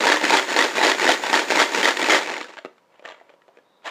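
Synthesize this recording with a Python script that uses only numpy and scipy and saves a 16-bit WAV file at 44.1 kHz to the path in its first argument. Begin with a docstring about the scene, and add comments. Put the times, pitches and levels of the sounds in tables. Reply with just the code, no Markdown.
"""Shaken box of small pieces

Close by in a small, quiet room, a plastic box of small hard pieces is shaken nine times, about four a second.
In each shake the pieces slide back, then slam into the front wall; afterwards they tumble to rest.
The lid is unlatched and popped open, fingers knock on the box, and a hand starts to stir the pieces.
Pieces are showers of brief noisy clacks, walls are dying sines, and the room is a decaying noise tail."""
import sys
import numpy as np
from scipy import signal
from scipy.io import wavfile
from scipy.ndimage import uniform_filter1d, minimum_filter1d

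SR = 44100
rng = np.random.default_rng(int(sys.argv[2]) if len(sys.argv) > 2 else 0)


def put_to_file(sound):
    """Save the sound as 16-bit audio at rate SR, in the file named by the first command-line argument."""
    columns = np.atleast_2d(sound).T  # one column per channel
    safe = np.clip(columns, -1, 1)
    whole_steps = np.round(safe * 32767)
    wavfile.write(sys.argv[1], SR, whole_steps.astype(np.int16))


N = 171990
TIME = np.arange(N) / SR
BINS = np.fft.rfftfreq(4096, 1 / SR)


def amp(db):
    """Decibels to gain."""
    return 10 ** (np.asarray(db) / 20)


def unit(x):
    """Scales to an energy of one."""
    return x / np.sqrt(np.sum(x ** 2) + 1e-20)


def read(points, hz):
    """Reads a table on a log-frequency axis."""
    table_hz, value = np.transpose(points)
    return np.interp(np.log(hz + 1), np.log(table_hz), value)


def add(mix, s, sound):
    """Mixes a sound in at time s."""
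    part = mix[max(round(s * SR), 0):][:len(sound)]
    part += sound[:len(part)]


def colour(points, peaks=()):
    """Minimum-phase impulse response of a spectrum with resonances on top, at an energy of one."""
    db = read(points, BINS)
    for hz, width, lift in peaks:
        db = db + lift / (1 + (2 * (BINS - hz) / width) ** 2)
    log_gain = np.log(amp(np.r_[db, db[-2:0:-1]]))  # mirrored to negative frequencies
    spectrum = np.exp(np.conj(signal.hilbert(log_gain)))
    return unit(np.fft.ifft(spectrum).real[:len(BINS)])


LOW_CUT_HZ = 303


def ring(modes):
    """Dying sines of a struck wall, with the deep bass cut away."""
    t = TIME[:SR // 8]
    sines = sum(amp(db - 60 * t / t60) * np.sin(2 * np.pi * hz * t) for hz, db, t60 in modes)
    high_pass = signal.butter(3, LOW_CUT_HZ, "high", fs=SR, output="sos")
    return unit(signal.sosfilt(high_pass, sines))


PIECE_T60_S, PIECE_LO_HZ, PIECE_HI_HZ = 0.027, 548, 4520
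PIECE_NOISE, PIECE_TONE = 1.32, 0.5  # gains beside a unit click


def contact(body):
    """One sharp contact with its own brief plastic ring, heard through a body."""
    t = TIME[:SR // 25]
    decay = amp(-60 * t / PIECE_T60_S)
    hz = PIECE_LO_HZ * (PIECE_HI_HZ / PIECE_LO_HZ) ** rng.random()
    noise = unit(rng.standard_normal(len(t)) * decay)
    tone = unit(np.sin(2 * np.pi * hz * t) * decay)
    clack = PIECE_NOISE * noise + PIECE_TONE * tone
    clack[0] += 1
    return unit(signal.fftconvolve(clack, body))


SPREAD_DB = 3.5  # scale of the uneven force


def rattle(level, per_s, body, count=40):
    """Many pieces collide at uneven moments and with uneven force, following a level."""
    slots = np.arange(int(N / SR * per_s) - 2)
    chance = rng.random((len(slots), 4))
    at = np.minimum((slots + 2 * chance[:, 0]) / per_s * SR, N - 1).astype(int)
    extra_db = SPREAD_DB * np.minimum(-np.log(1 - chance[:, 1]), np.pi)
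    force = amp(extra_db) * np.sign(chance[:, 2] - .5)
    force = unit(force) * np.sqrt(N) * level[at]
    pieces, out = [contact(body) for _ in range(count)], np.zeros(N)
    for i, push, which in zip(at, force, chance[:, 3]):
        add(out, i / SR, push * pieces[int(which * count)])
    return out


def swell(start, end, rise, fall):
    """Attack, hold and release."""
    return np.exp(np.minimum(TIME - start, 0) / rise - np.maximum(TIME - end, 0) / fall)


SLIDE_RISE_S, SLIDE_FALL_S, SLIDE_GAP_S = 0.02, 0.054, 0.034
SLAM_RISE_S, SLAM_FALL_S = 0.0082, 0.034


def follow(curve):
    """Gain along a level curve, fading outside it."""
    s, db = np.transpose(curve)
    return amp(np.interp(TIME, s, db)) * swell(s[0], s[-1], SLAM_RISE_S, SLIDE_FALL_S)


# Strokes of the box: (slide start [s], slide level [dB], slam start [s], slam length [s], slam level [dB])
STROKES = [(0.01, -21.5, 0.072, 0.071, -17.5), (0.243, -20, 0.33, 0.047, -16),
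           (0.493, -22.5, 0.57, 0.077, -18), (.758, -22, 0.83, 0.064, -15.5), (1, -21, 1.089, 0.023, -16),
           (1.247, -25, 1.334, 0.055, -17.5), (1.508, -19.5, 1.585, 0.037, -15.5),
           (1.742, -23, 1.838, 0.048, -17), (1.995, -23, 2.103, 0.055, -15)]
# Colour of pieces sliding on the floor: (frequency [Hz], relative level [dB])
SLIDE_COLOUR = [(40, -42), (110, -35), (200, -9), (330, 2), (650, -2.5), (1130, -4.5), (1800, 1),
                (2800, -5.5), (4200, -8), (5500, -12), (7400, -16.5), (9500, -26), (11500, -37),
                (13000, -33.5), (16000, -31.5)]
# Colour of pieces slamming into the wall: (frequency [Hz], relative level [dB])
SLAM_COLOUR = [(40, -48), (110, -40), (180, -28.5), (260, -2.5), (400, 0), (720, -1.5), (1130, -4.5),
               (1800, 1), (2800, -4.5), (4200, -7.5), (5500, -12), (7400, -17), (9500, -25.5), (11500, -34),
               (13000, -32), (16000, -38.5)]
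# Resonances of the closed box: (frequency [Hz], width [Hz], lift [dB])
BOX_RESONANCES = [(331, 43, 2.5), (533, 56, 3.5), (920, 75, 6), (6960, 160, 8)]
SLIDE_PER_S, SLAM_PER_S = 420, 520  # collisions per second


def shaking():
    """The pieces slide back along the floor of the box, then slam into the front wall."""
    slide, slam = np.zeros((2, N))
    for slide_s, slide_db, slam_s, length, slam_db in STROKES:
        slide += amp(slide_db) * swell(slide_s, slam_s - SLIDE_GAP_S, SLIDE_RISE_S, SLIDE_FALL_S)
        slam += amp(slam_db) * swell(slam_s, slam_s + length, SLAM_RISE_S, SLAM_FALL_S)
    sliding = rattle(slide, SLIDE_PER_S, colour(SLIDE_COLOUR, BOX_RESONANCES))
    return sliding + rattle(slam, SLAM_PER_S, colour(SLAM_COLOUR, BOX_RESONANCES))


# Single hard hits on the wall: (time [s], level before the common trim [dB], strongest ring [Hz])
WALL_HITS = [(0.039, 4, 940), (0.054, 7.5, 567), (0.069, 10.5, 954), (0.089, 7, 945), (0.1, 9.5, 1640),
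             (0.121, 12, 1770), (0.171, 1.5, 1030), (0.213, 2, 860), (0.228, -1.5, 530), (0.251, 7.5, 1770),
             (0.292, -2, 2860), (0.305, 9, 960), (0.322, 6.5, 960), (0.329, 8, 900), (0.338, 12.5, 900),
             (0.351, 9, 930), (0.544, 0, 1710), (0.564, 8.5, 840), (0.59, 13, 1830), (0.605, 5.5, 1930),
             (0.625, 7, 1950), (0.647, 5.5, 850), (0.782, 6, 2400), (0.805, 1.5, 890), (0.814, 7.5, 880),
             (0.828, 6.5, 890), (0.836, 10, 910), (0.897, 5.5, 1750), (0.917, 9.5, 1910), (1.03, 1.5, 1710),
             (1.055, 5, 2100), (1.067, 7.5, 1800), (1.077, 8.5, 1960), (1.09, 9, 880), (1.094, 9, 693),
             (1.237, 2, 915), (1.267, 3.5, 950), (1.33, 9.5, 910), (1.341, 7.5, 910), (1.361, 8, 1390),
             (1.393, 6, 2390), (1.504, 4.5, 1600), (1.573, 8.5, 933), (1.594, 6, 1950), (1.619, 10, 925),
             (1.721, -2, 1810), (1.83, 7.5, 1930), (1.856, 8, 1850), (1.971, 4, 1870), (2.016, 3.5, 2310),
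             (2.027, 3.5, 734), (2.087, 6, 860.3), (2.097, 9, 2290), (2.106, 7, 1770), (2.128, 8, 2170),
             (2.136, 9.5, 2130), (2.146, 9.5, 1260), (2.261, -5.5, 2270), (2.29, -4, 1730),
             (2.313, -8.5, 930), (2.342, -8, 2170), (2.366, -5, 2150), (2.412, -2.5, 1230),
             (2.444, -11, 1700), (2.493, -17, 670)]
HIT_TRIM_DB, HIT_RING_GAIN, HIT_T60_S, HIT_BUILD_S = -1.5, 0.84, 0.029, .0005
HIT_TILT_DB_PER_OCT = -2.5  # higher patches ring more softly


def hard_hits():
    """Single pieces strike the wall squarely and ring one patch of it."""
    out, body = np.zeros(N), colour(SLAM_COLOUR, BOX_RESONANCES)
    for s, db, hz in WALL_HITS:
        add(out, s, amp(db + HIT_TRIM_DB) * contact(body))
        patch = ring([(hz, 0, HIT_T60_S)])
        build_up = 1 - np.exp(-TIME[:len(patch)] / HIT_BUILD_S)
        tilt_db = HIT_TILT_DB_PER_OCT * np.log2(hz / BOX_RESONANCES[2][0])
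        ring_gain = amp(db + HIT_TRIM_DB + tilt_db) * HIT_RING_GAIN
        add(out, s, ring_gain * unit(patch * build_up))
    return out


# Colour of pieces rubbing together: (frequency [Hz], relative level [dB])
CHAFE_COLOUR = [(200, -40), (2500, -8), (5000, -2), (7000, 2), (9000, -9), (11500, -16), (13000, -13),
                (16000, -17)]
CHAFE_DB, CHAFE_PER_S, CHAFE_FALL_S = -44, 2500, .12


def chafing():
    """While the box moves, the pieces rub against each other in a fine, steady fizz."""
    level = amp(CHAFE_DB) * swell(STROKES[0][0], SETTLING[0][0], SLIDE_RISE_S, CHAFE_FALL_S)
    return rattle(level, CHAFE_PER_S, colour(CHAFE_COLOUR, BOX_RESONANCES))


# Pieces tumbling to rest in the box: (time [s], level [dB])
SETTLING = [(2.16, -43), (2.22, -31), (2.28, -31), (2.3, -28), (2.36, -29.5), (2.42, -34.5), (2.48, -43.5),
            (2.55, -47), (2.62, -63), (2.85, -76)]
# Pieces stirred by hand: (time [s], level [dB])
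STIRRING = [(3.835, -55), (3.85, -39.5), (3.858, -27.5), (3.878, -30), (3.9, -37)]
# Colour of the pieces with the lid open: (frequency [Hz], relative level [dB])
OPEN_BOX_COLOUR = [(60, -40), (200, -22), (450, -5), (700, -1.5), (1800, 0.5), (3700, -6.5), (5000, -17.5),
                   (7300, -19.5), (10000, -34), (16000, -44)]
TUMBLE_DB, SETTLE_PER_S, SETTLE_TOP_HZ, STIR_PER_S = -34, 330, 8500, 800


def loose_pieces():
    """Pieces tumble all through the shaking and come to rest; later a hand stirs them in the open box."""
    tumble = amp(TUMBLE_DB) * swell(STROKES[0][0], SETTLING[0][0], SLIDE_RISE_S, SLIDE_FALL_S)
    closed = rattle(follow(SETTLING) + tumble, SETTLE_PER_S, colour(SLIDE_COLOUR, BOX_RESONANCES))
    low_pass = signal.butter(1, SETTLE_TOP_HZ, fs=SR, output="sos")
    soft = signal.sosfilt(low_pass, closed)
    open_body = colour(OPEN_BOX_COLOUR, [(586, 130, 10.7), (6950, 260, 5)])  # Hz, width Hz, lift dB
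    return soft + rattle(follow(STIRRING), STIR_PER_S, open_body)


# Latch, hinge and fingers: (time [s], click level [dB], knock level [dB], knock pitch [Hz])
HAND_TAPS = [(2.57, -11.5, -26, 596), (2.58, -11, -32, 604), (2.587, -10.5, -17, 670),
             (2.649, -14, -16, 610), (2.657, -16, -17, 450), (2.781, -30.5, -41, 520),
             (2.995, -26, -20.5, 590), (3.025, -29.5, -23, 535), (3.047, -29, -20, 626),
             (3.052, -11, -17.5, 540), (3.058, -11.5, -17, 700), (3.077, -14, -27, 620),
             (3.088, -12.5, -35, 740), (3.101, -15, -33, 560), (3.11, -19, -32, 600),
             (3.121, -17.5, -18, 655), (3.145, -24, -31, 580), (3.18, -31, -29, 620),
             (3.2, -26.5, -42, 510), (3.213, -40, -19.5, 695), (3.294, -26, -31, 500),
             (3.301, -29, -23, 590), (3.339, -35, -24, 563), (3.419, -30.5, -44, 637),
             (3.481, -33, -23, 566), (3.489, -41, -24.5, 680), (3.572, -28, -22, 472),
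             (3.587, -30, -25, 540), (3.822, -37, -35, 595), (3.844, -30, -25, 576)]
# Modes of the knocked wall: (multiple of the knock pitch [ratio], relative level [dB], 60 dB decay [s])
KNOCK_MODES = [(.68, -12, 0.026), (1, 2.5, 0.037), (1.24, -5.5, 0.023), (2.1, -14, .025)]
# Modes of the lid snapping free: (frequency [Hz], relative level [dB], 60 dB decay [s])
LID_MODES = [(257, -6, 0.061), (330, -3, 0.072), (397, 2, 0.043), (514, 7, 0.027), (670, 1, .024),
             (1254, 2, .025)]
# Fingers and lid scraping over the plastic: (time [s], level [dB])
SCRAPING = [(2.89, -72), (2.94, -60), (3.02, -67), (3.055, -42.5), (3.11, -47), (3.16, -57), (3.24, -65),
            (3.33, -61), (3.37, -80), (3.5, -81), (3.57, -59), (3.61, -80)]
# Resonances under the scrape: (frequency [Hz], width [Hz], lift [dB])
SCRAPE_RESONANCES = [(590, 200, 10), (7300, 410, 10)]
# Colour of clicks and scrapes: (frequency [Hz], relative level [dB])
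CLICK_COLOUR = [(60, -40), (200, -18.5), (450, -4.5), (700, -1), (1800, 0.5), (3400, -6.5), (5000, -19),
                (7300, -22.5), (10000, -44), (16000, -43)]
SCRAPE_PER_S = 1000
POP_S, POP_DB, REBOUND_S, REBOUND_DB = 2.649, -5.5, .011, -3  # the rebound is relative to the pop


def handling():
    """Latch, hinge and fingers click, knock and scrape on the box; the lid snaps free and rebounds."""
    out = rattle(follow(SCRAPING), SCRAPE_PER_S, colour(CLICK_COLOUR, SCRAPE_RESONANCES))
    body = colour(CLICK_COLOUR)
    for s, click_db, knock_db, hz in HAND_TAPS:
        add(out, s, amp(click_db) * contact(body))
        modes = [(hz * multiple, db, t60) for multiple, db, t60 in KNOCK_MODES]
        add(out, s, amp(knock_db) * ring(modes))
    add(out, POP_S, amp(POP_DB) * ring(LID_MODES))
    add(out, POP_S + REBOUND_S, amp(POP_DB + REBOUND_DB) * ring(LID_MODES))
    return out


def noise_band(lo_hz, hi_hz):
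    """Noise of level one between two edges."""
    sos = signal.butter(2, [lo_hz, hi_hz], "band", fs=SR, output="sos")
    return unit(signal.sosfilt(sos, rng.standard_normal(N))) * np.sqrt(N)


RUB_S, RUB_WIDTH_S, RUB_HZ, RUB_BAND_HZ, RUB_DB = 3.74, 0.095, 3730, 350, -71.5


def rub():
    """A faint narrow hiss as a hand slides over the plastic."""
    level = amp(RUB_DB) * np.exp(-((TIME - RUB_S) / RUB_WIDTH_S) ** 2)
    return level * noise_band(RUB_HZ - RUB_BAND_HZ / 2, RUB_HZ + RUB_BAND_HZ / 2)


# Decay of the small room: (frequency [Hz], 60 dB decay [s])
ROOM_DECAY = [(150, 0.1), (500, 0.31), (1500, 0.26), (4000, .3), (8000, .28), (15000, .28)]
ROOM_BUILD_S = 0.0036


def room(x):
    """A short diffuse tail, each band dying at its own speed."""
    hz, t, bands = signal.stft(rng.standard_normal(SR // 2), SR, nperseg=256)
    fading = bands * amp(-60 * t / read(ROOM_DECAY, hz)[:, None])
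    tail = signal.istft(fading, SR, nperseg=256)[1]
    build_up = np.minimum(TIME[:len(tail)] / ROOM_BUILD_S, 1)
    return signal.fftconvolve(x, unit(tail * build_up))[:N]


# Colour of the quiet place: (frequency [Hz], relative level [dB])
FLOOR_COLOUR = [(30, -28.5), (90, -20.5), (170, -5.5), (350, -2), (560, 0.5), (750, -3.5), (960, -1.5),
                (1400, -8), (2800, -16.5), (3800, -20.5), (4600, -20), (7000, -26), (10500, -32),
                (15000, -33)]
# Resonances in the background: (frequency [Hz], width [Hz], lift [dB])
FLOOR_RESONANCES = [(540, 40, 5), (960, 14, 11)]
FLOOR_DB = -62


def room_tone():
    """Quiet steady background of coloured noise."""
    body = colour(FLOOR_COLOUR, FLOOR_RESONANCES)
    noise = rng.standard_normal(N + len(body) - 1)
    return amp(FLOOR_DB) * signal.fftconvolve(noise, body, "valid")


RATTLE_ROOM_DB, TAP_ROOM_DB = -14.5, -10.5  # echo against direct sound


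def scene():
    """The box close by, its echo and the quiet room."""
    pieces = shaking() + chafing() + hard_hits() + loose_pieces()
    hands = handling() + rub()
    echo = room(amp(RATTLE_ROOM_DB) * pieces + amp(TAP_ROOM_DB) * hands)
    return (pieces + hands + echo + room_tone())[None]


CEILING, LIMIT_S, EDGE_HZ = .71, .0012, 15400


def record(dry):
    """At the microphone: a fast limiter holds down the highest peaks, then the treble is band-limited."""
    span = max(round(LIMIT_S * SR), 1)
    needed_gain = CEILING / np.maximum(abs(dry), CEILING)
    gain = uniform_filter1d(minimum_filter1d(needed_gain, span), span)
    low_pass = signal.firwin(511, EDGE_HZ, window=("kaiser", 9), fs=SR)
    return signal.oaconvolve(dry * gain, low_pass[None], "same")


dry = scene()
out = record(dry)
put_to_file(out)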